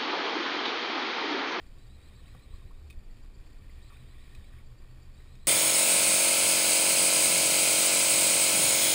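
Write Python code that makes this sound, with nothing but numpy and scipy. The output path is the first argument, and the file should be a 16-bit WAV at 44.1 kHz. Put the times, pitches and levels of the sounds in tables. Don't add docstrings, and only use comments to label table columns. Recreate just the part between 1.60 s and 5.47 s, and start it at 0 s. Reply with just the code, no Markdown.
import sys
import numpy as np
from scipy import signal
from scipy.fft import rfft, irfft, next_fast_len
from scipy.io import wavfile
from scipy.ndimage import map_coordinates

SR = 44100
rng = np.random.default_rng(int(sys.argv[2]) if len(sys.argv) > 2 else 0)


def inscribe(sig):
    pcm = np.round(np.clip(np.atleast_2d(sig).T, -1, 1) * 32767)
    wavfile.write(sys.argv[1], SR, pcm.astype(np.int16))


N = 170667

# centre_hz, width_hz, boost_db
CASE_RESONANCES = [(1112, 190, 4.5), (1854, 136, 7), (2426, 416, 6.5), (4630, 300, 3.5)]
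# frequency_hz, gain_db
WASH_COLOUR = [(200, -4), (600, -3), (950, 0), (1500, 0.5), (2200, -1.5), (2800, -2.5), (3250, 0.5),
               (4200, -1.5), (5000, -3), (5700, -8.5)]
# start_s, end_s, level_db
HULL_SURGES = [(-.6, 0.074, -75.5), (0.087, .99, -71.5), (1.797, 3.002, -70.5), (3.457, 3.9, -74.5)]
# frequency_hz, gain_db
FOAM_COLOUR = [(400, -1), (800, -13), (1150, -3), (1550, -11.5), (1850, -5.5), (2350, -2), (2780, -5),
               (3200, 2.5), (3800, 0), (4400, -16.5), (5100, -4.5), (5600, -21.5)]
# frequency_hz, gain_db
WIND_COLOUR = [(4, -20), (11, 0.5), (20, 4), (42, -6.5), (60, -5.5), (95, -12), (160, -19), (260, -22),
               (380, -25.5), (600, -32), (1000, -39.5), (4000, -61.5)]
# peak_s, pitch_hz, level_db
WIND_BUFFETS = [(.731, 58, -37.5), (0.91, 55, -39), (0.942, 35, -35.5), (1.059, 55, -36.5),
                (1.377, 46.5, -35.5), (2.283, 108, -44.5), (2.79, 90.5, -42)]
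# pitch_hz, wander_hz, gain_db
POLE_TONES = [(24.75, 3.42, -1), (70.23, 4.474, -1.5), (119.7, 5, -2.5)]
# time_s, level_db
POLE_MIDDLE_SWELL = [(0, -56.5), (.19, -61), (.3, -53), (1.14, -61.5), (1.25, -48.5), (1.55, -66),
                     (2.0, -59.5), (2.15, -49.5), (2.5, -61), (2.67, -52.5), (2.95, -56.5), (3.87, -56)]
# time_s, level_db
POLE_UPPER_SWELL = [(0, -64), (1.9, -63.5), (2.4, -60.5), (3.87, -60)]
# peak_s, level_db
POLE_FLARES = [(.26, -55), (.57, -56), (1.06, -53.5), (1.77, -57), (2.43, -51.5), (2.95, -52.5),
               (3.11, -50.5), (3.329, -48.5), (3.75, -50.5)]
# start_s, end_s, level_db
PEEP_RUNS = [(.061, .19, -69), (.262, .27, -66), (.432, .67, -69), (.935, 1.18, -73), (1.264, 1.99, -70),
             (2.102, 2.23, -67.5), (2.36, 2.85, -71.5), (3.059, 3.54, -69)]
# start_s, end_s, relative_level_db, shift_hz
CHIRP_RUNS = [(.172, .18, -72, -100), (.29, .9, -69, -20), (1.019, 1.15, -74.5, -120),
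              (2.215, 2.22, -68.5, 80), (2.336, 2.83, -71, -140), (3.55, 3.56, -72, -140),
              (3.668, 3.8, -70, 20)]
# start_s, level_db, dullness_db_per_octave, ring_db
DECK_KNOCKS = [(.68, -54, 0, -2), (1.3003, -46, 3, -4), (1.3055, -46.5, 0, 0), (1.326, -55, 1, 0),
               (2.7485, -48, 5, -3), (3.753, -51.5, -1, -5)]
# frequency_hz, gain_db
CRACK_COLOUR = [(700, -16), (1800, -10), (2400, 0), (5000, -4)]
# pitch_hz, gain_db, t60_s
GEAR_MODES = [(1150, -18, .05), (2290, -3, .025), (2525, -1, .048), (3570, -11, .06), (3760, -11, .04)]
# start_s, level_db
HULL_SLAPS = [(0.7496, -51)]
# pitch_hz, gain_db, t60_s
HULL_MODES = [(155, 2, 0.14), (516, -9, 0.1), (763, 0, 0.026), (1130, -0.5, 0.03)]
# start_s, pitch_hz, relative_level_db
WAKE_PLOPS = [(0.936, 1100, -61.5), (1.017, 1074, -63.5), (1.107, 1073, -59), (1.93, 4720, -59),
              (2.094, 2070, -59.5), (2.293, 4850, -58), (2.303, 1280, -57.5), (2.32, 1057, -57),
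              (2.362, 1380, -63), (2.369, 2220, -59.5), (2.937, 1850, -60.5), (3.6, 1820, -61.5)]
# frequency_hz, side_db
STEREO_WIDTH = [(60, -57), (250, -17.5), (1000, -19), (4000, -13)]

TIME_S = np.arange(N) / SR


def amp(db):
    return 10 ** (np.asarray(db) / 20)


def unit(x):
    return x / np.sqrt(np.mean(x ** 2) + 1e-20)


def along(points, hz):
    f, values = np.transpose(points)
    return np.interp(np.log(hz + 1), np.log(f + 1), values)


def curve(points):
    return np.interp(TIME_S, *np.transpose(points))


def wobble(rate):
    return map_coordinates(rng.standard_normal(4096), [TIME_S * rate + 2], mode="wrap")


def filtered(x, response):
    size = next_fast_len(N + SR // 2)
    return irfft(rfft(x, size) * response(np.fft.rfftfreq(size, 1 / SR)), size)[..., :N]


def add(track, s, sound):
    part = track[max(round(s * SR), 0):][:len(sound)]
    part += sound[:len(part)]


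def tone(hz):
    return np.sin(2 * np.pi * (np.cumsum(hz) / SR + rng.random()))


def cased(x, colour):
    def boost_db(f):
        return sum(db / (1 + (2 * (f - hz) / width) ** 4) for hz, width, db in CASE_RESONANCES)
    return unit(filtered(x, lambda f: amp(along(colour, f) + boost_db(f))))


def bubbles(per_s, centre_hz, scatter, cycles, spread_db, rise):
    when, pitch, weakness = rng.random((int(per_s * N / SR), 3)).T
    hz = np.clip(centre_hz * (pitch / (1 - pitch)) ** scatter, 300, 5500)[:, None]
    step = np.arange(SR // 50)
    turns = hz * step / SR
    age = turns / cycles
    strength = amp(-spread_db * np.log(weakness + 0.05))[:, None]
    envelope = np.exp(-2 * age) * (1 - np.exp(-20 * age))
    ring = np.sin(2 * np.pi * turns * (1 + rise * np.minimum(age, 2) / 2))
    positions = (when * N).astype(int)[:, None] + step
    return np.bincount(positions.ravel(), (strength * envelope * ring).ravel(), N)[:N]


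def churn(colour, fizz_db, bubble_db):
    rush = amp(0.98 * wobble(11)) * cased(rng.standard_normal(N), colour)
    fizz_gain = amp(fizz_db + 2.5 * wobble(30))
    spray = bubbles(per_s=900, centre_hz=2880, scatter=0.277, cycles=2.5, spread_db=3.5, rise=0.017)
    burble = bubbles(per_s=150, centre_hz=1588, scatter=0.2524, cycles=16.4, spread_db=3.5, rise=0.084)
    return rush + fizz_gain * cased(spray, colour) + amp(bubble_db) * cased(burble, colour)


def water():
    rise_s, fall_s = 0.58, 0.04
    surge = np.zeros(N)
    for start, end, db in HULL_SURGES:
        build = np.clip((TIME_S - start) / rise_s, 0, 1)
        surge += amp(db) * build * np.exp(-np.maximum(TIME_S - end, 0) / fall_s)
    crackle = bubbles(per_s=110, centre_hz=1860, scatter=0.025, cycles=14, spread_db=2, rise=0.011)
    wash = churn(WASH_COLOUR, fizz_db=-6.5, bubble_db=-12.5)
    foam = churn(FOAM_COLOUR, fizz_db=-7, bubble_db=-2) + amp(-5) * unit(crackle)
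    return amp(-68.5) * wash + surge * foam


def wind():
    buffet_s = 0.0074
    gusts = amp(-49.5 + 0.45 * wobble(13))
    out = gusts * unit(filtered(rng.standard_normal(N), lambda f: amp(along(WIND_COLOUR, f))))
    for s, hz, db in WIND_BUFFETS:
        t = TIME_S - s
        out += amp(db) * np.exp(-(t / buffet_s) ** 2) * np.cos(2 * np.pi * hz * t)
    return out


def pole_hum():
    flare_s, throb_db = 0.042, 1.7
    flares = sum(amp(db) * np.exp(-((TIME_S - s) / flare_s) ** 2) for s, db in POLE_FLARES)
    lowest, middle = amp(-50.5), amp(curve(POLE_MIDDLE_SWELL))
    upper = np.hypot(amp(curve(POLE_UPPER_SWELL)), flares)
    out = np.zeros(N)
    for (hz, wander_hz, db), swell in zip(POLE_TONES, [lowest, middle, upper]):
        rms = swell * amp(db + throb_db * wobble(16))
        out += np.sqrt(2) * rms * tone(hz + wander_hz * wobble(16))
    return out


def peeps():
    every_s, length_s = 0.119, 0.024
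    start_hz, rise_hz_per_s, rasp_hz = 4480, 10000, 75
    out, t = np.zeros(N), np.arange(int(length_s * SR)) / SR
    envelope = np.sin(np.pi * t / length_s)
    waver_hz = rasp_hz * wobble(700)
    for start, end, db in PEEP_RUNS:
        for s in np.arange(start, end, every_s):
            scatter_db, scatter_hz, scatter_s = rng.normal(0, [1.5, 45, 0.011])
            hz = start_hz + scatter_hz + rise_hz_per_s * t + waver_hz[int(s * SR):][:len(t)]
            add(out, s, amp(db + scatter_db) * envelope * tone(hz))
            add(out, s + 0.041 + scatter_s, amp(db - 5) * envelope * tone(hz[::-1]))
    return out


def chirps():
    every_s, length_s, glide_s, undertone_delay_s = 0.121, 0.085, 0.032, 0.038
    start_hz, top_hz, rasp_hz, sag_hz_per_s = 3600, 4240, 75, 3600
    dip_db, fade_db, flutter_db = 4, 4, 2
    out, t = np.zeros(N), np.arange(int(length_s * SR)) / SR
    thinning_db = dip_db * np.sin(np.pi * t / length_s) ** 2 + fade_db * t / length_s
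    envelope = signal.windows.tukey(len(t), 0.2) * amp(-thinning_db)
    glide_hz = top_hz - (top_hz - start_hz) * np.exp(-t / glide_s)
    undertone_hz = 3980 - sag_hz_per_s * t
    waver_hz = 45 * wobble(140) + rasp_hz * wobble(900)
    for start, end, db, shift_hz in CHIRP_RUNS:
        for s in np.arange(start, end, every_s):
            waver = np.roll(waver_hz, -int(s * SR))[:len(t)]
            add(out, s, amp(db) * envelope * tone(glide_hz + shift_hz + waver))
            add(out, s + undertone_delay_s, amp(db - 3) * envelope * tone(undertone_hz - waver))
    return out * amp(3.5 + flutter_db * wobble(230))


def knocks():
    rise_s, crack_t60_s = 0.0006, 0.028
    out, t = np.zeros(N), np.arange(SR // 10) / SR
    attack = 1 - np.exp(-t / rise_s)
    grit = cased(rng.standard_normal(N), CRACK_COLOUR)
    for s, db, dullness, ring_db in DECK_KNOCKS:
        ring = np.zeros(len(t))
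        for hz, mode_db, t60 in GEAR_MODES:
            tilt_db = dullness * np.log2(hz / 2500)
            ring += amp(mode_db - tilt_db - 60 * t / t60) * tone(np.full(len(t), hz))
        crack = amp(-3 - 60 * t / crack_t60_s) * grit[int(s * SR) // 2:][:len(t)]
        add(out, s, amp(db) * attack * (amp(ring_db) * ring + crack))
    return out


def hull_slap():
    smack_t60_s = 0.0093
    out, t = np.zeros(N), np.arange(SR // 5) / SR
    for s, db in HULL_SLAPS:
        thud = sum(amp(mode_db - 60 * t / t60) * np.sin(2 * np.pi * hz * t)
                   for hz, mode_db, t60 in HULL_MODES)
        smack = amp(-7 - 60 * t / smack_t60_s) * rng.standard_normal(len(t))
        add(out, s, amp(db) * (thud + smack))
    return out


def plops():
    rise_s, glide_per_s, t60_cycles = 0.0015, 3.9, 72
    out, t = np.zeros(N), np.arange(SR // 10) / SR
    attack = 1 - np.exp(-t / rise_s)
    for s, hz, db in WAKE_PLOPS:
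        pitch_hz = hz * (1 + glide_per_s * t + 0.075 * wobble(316)[:len(t)])
        add(out, s, 2 * attack * amp(db - 60 * t * hz / t60_cycles) * tone(pitch_hz))
    return out


def scene():
    mid = water() + plops() + hull_slap() + wind() + pole_hum() + knocks() + chirps() + peeps()
    side = filtered(water() + wind(), lambda f: amp(along(STEREO_WIDTH, f)))
    return np.array([mid + side, mid - side])


def record(dry):
    hold_hz, top_hz = 12000, 15400

    def mirror_gain(f):
        angle_per_hz = np.pi / (4 * hold_hz)
        droop = np.sin(angle_per_hz * (f - hold_hz)) / np.sin(angle_per_hz * np.maximum(f, 1))
        return (f > hold_hz / 2) * droop

    band = filtered(dry, lambda f: np.clip((hold_hz / 2 + 150 - f) / 650, 0, 1))
    mirror = filtered(2 * band * np.cos(2 * np.pi * hold_hz * TIME_S), mirror_gain)
    return filtered(band + mirror.mean(axis=0), lambda f: f < top_hz)


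dry = scene()
out = record(dry)
inscribe(out)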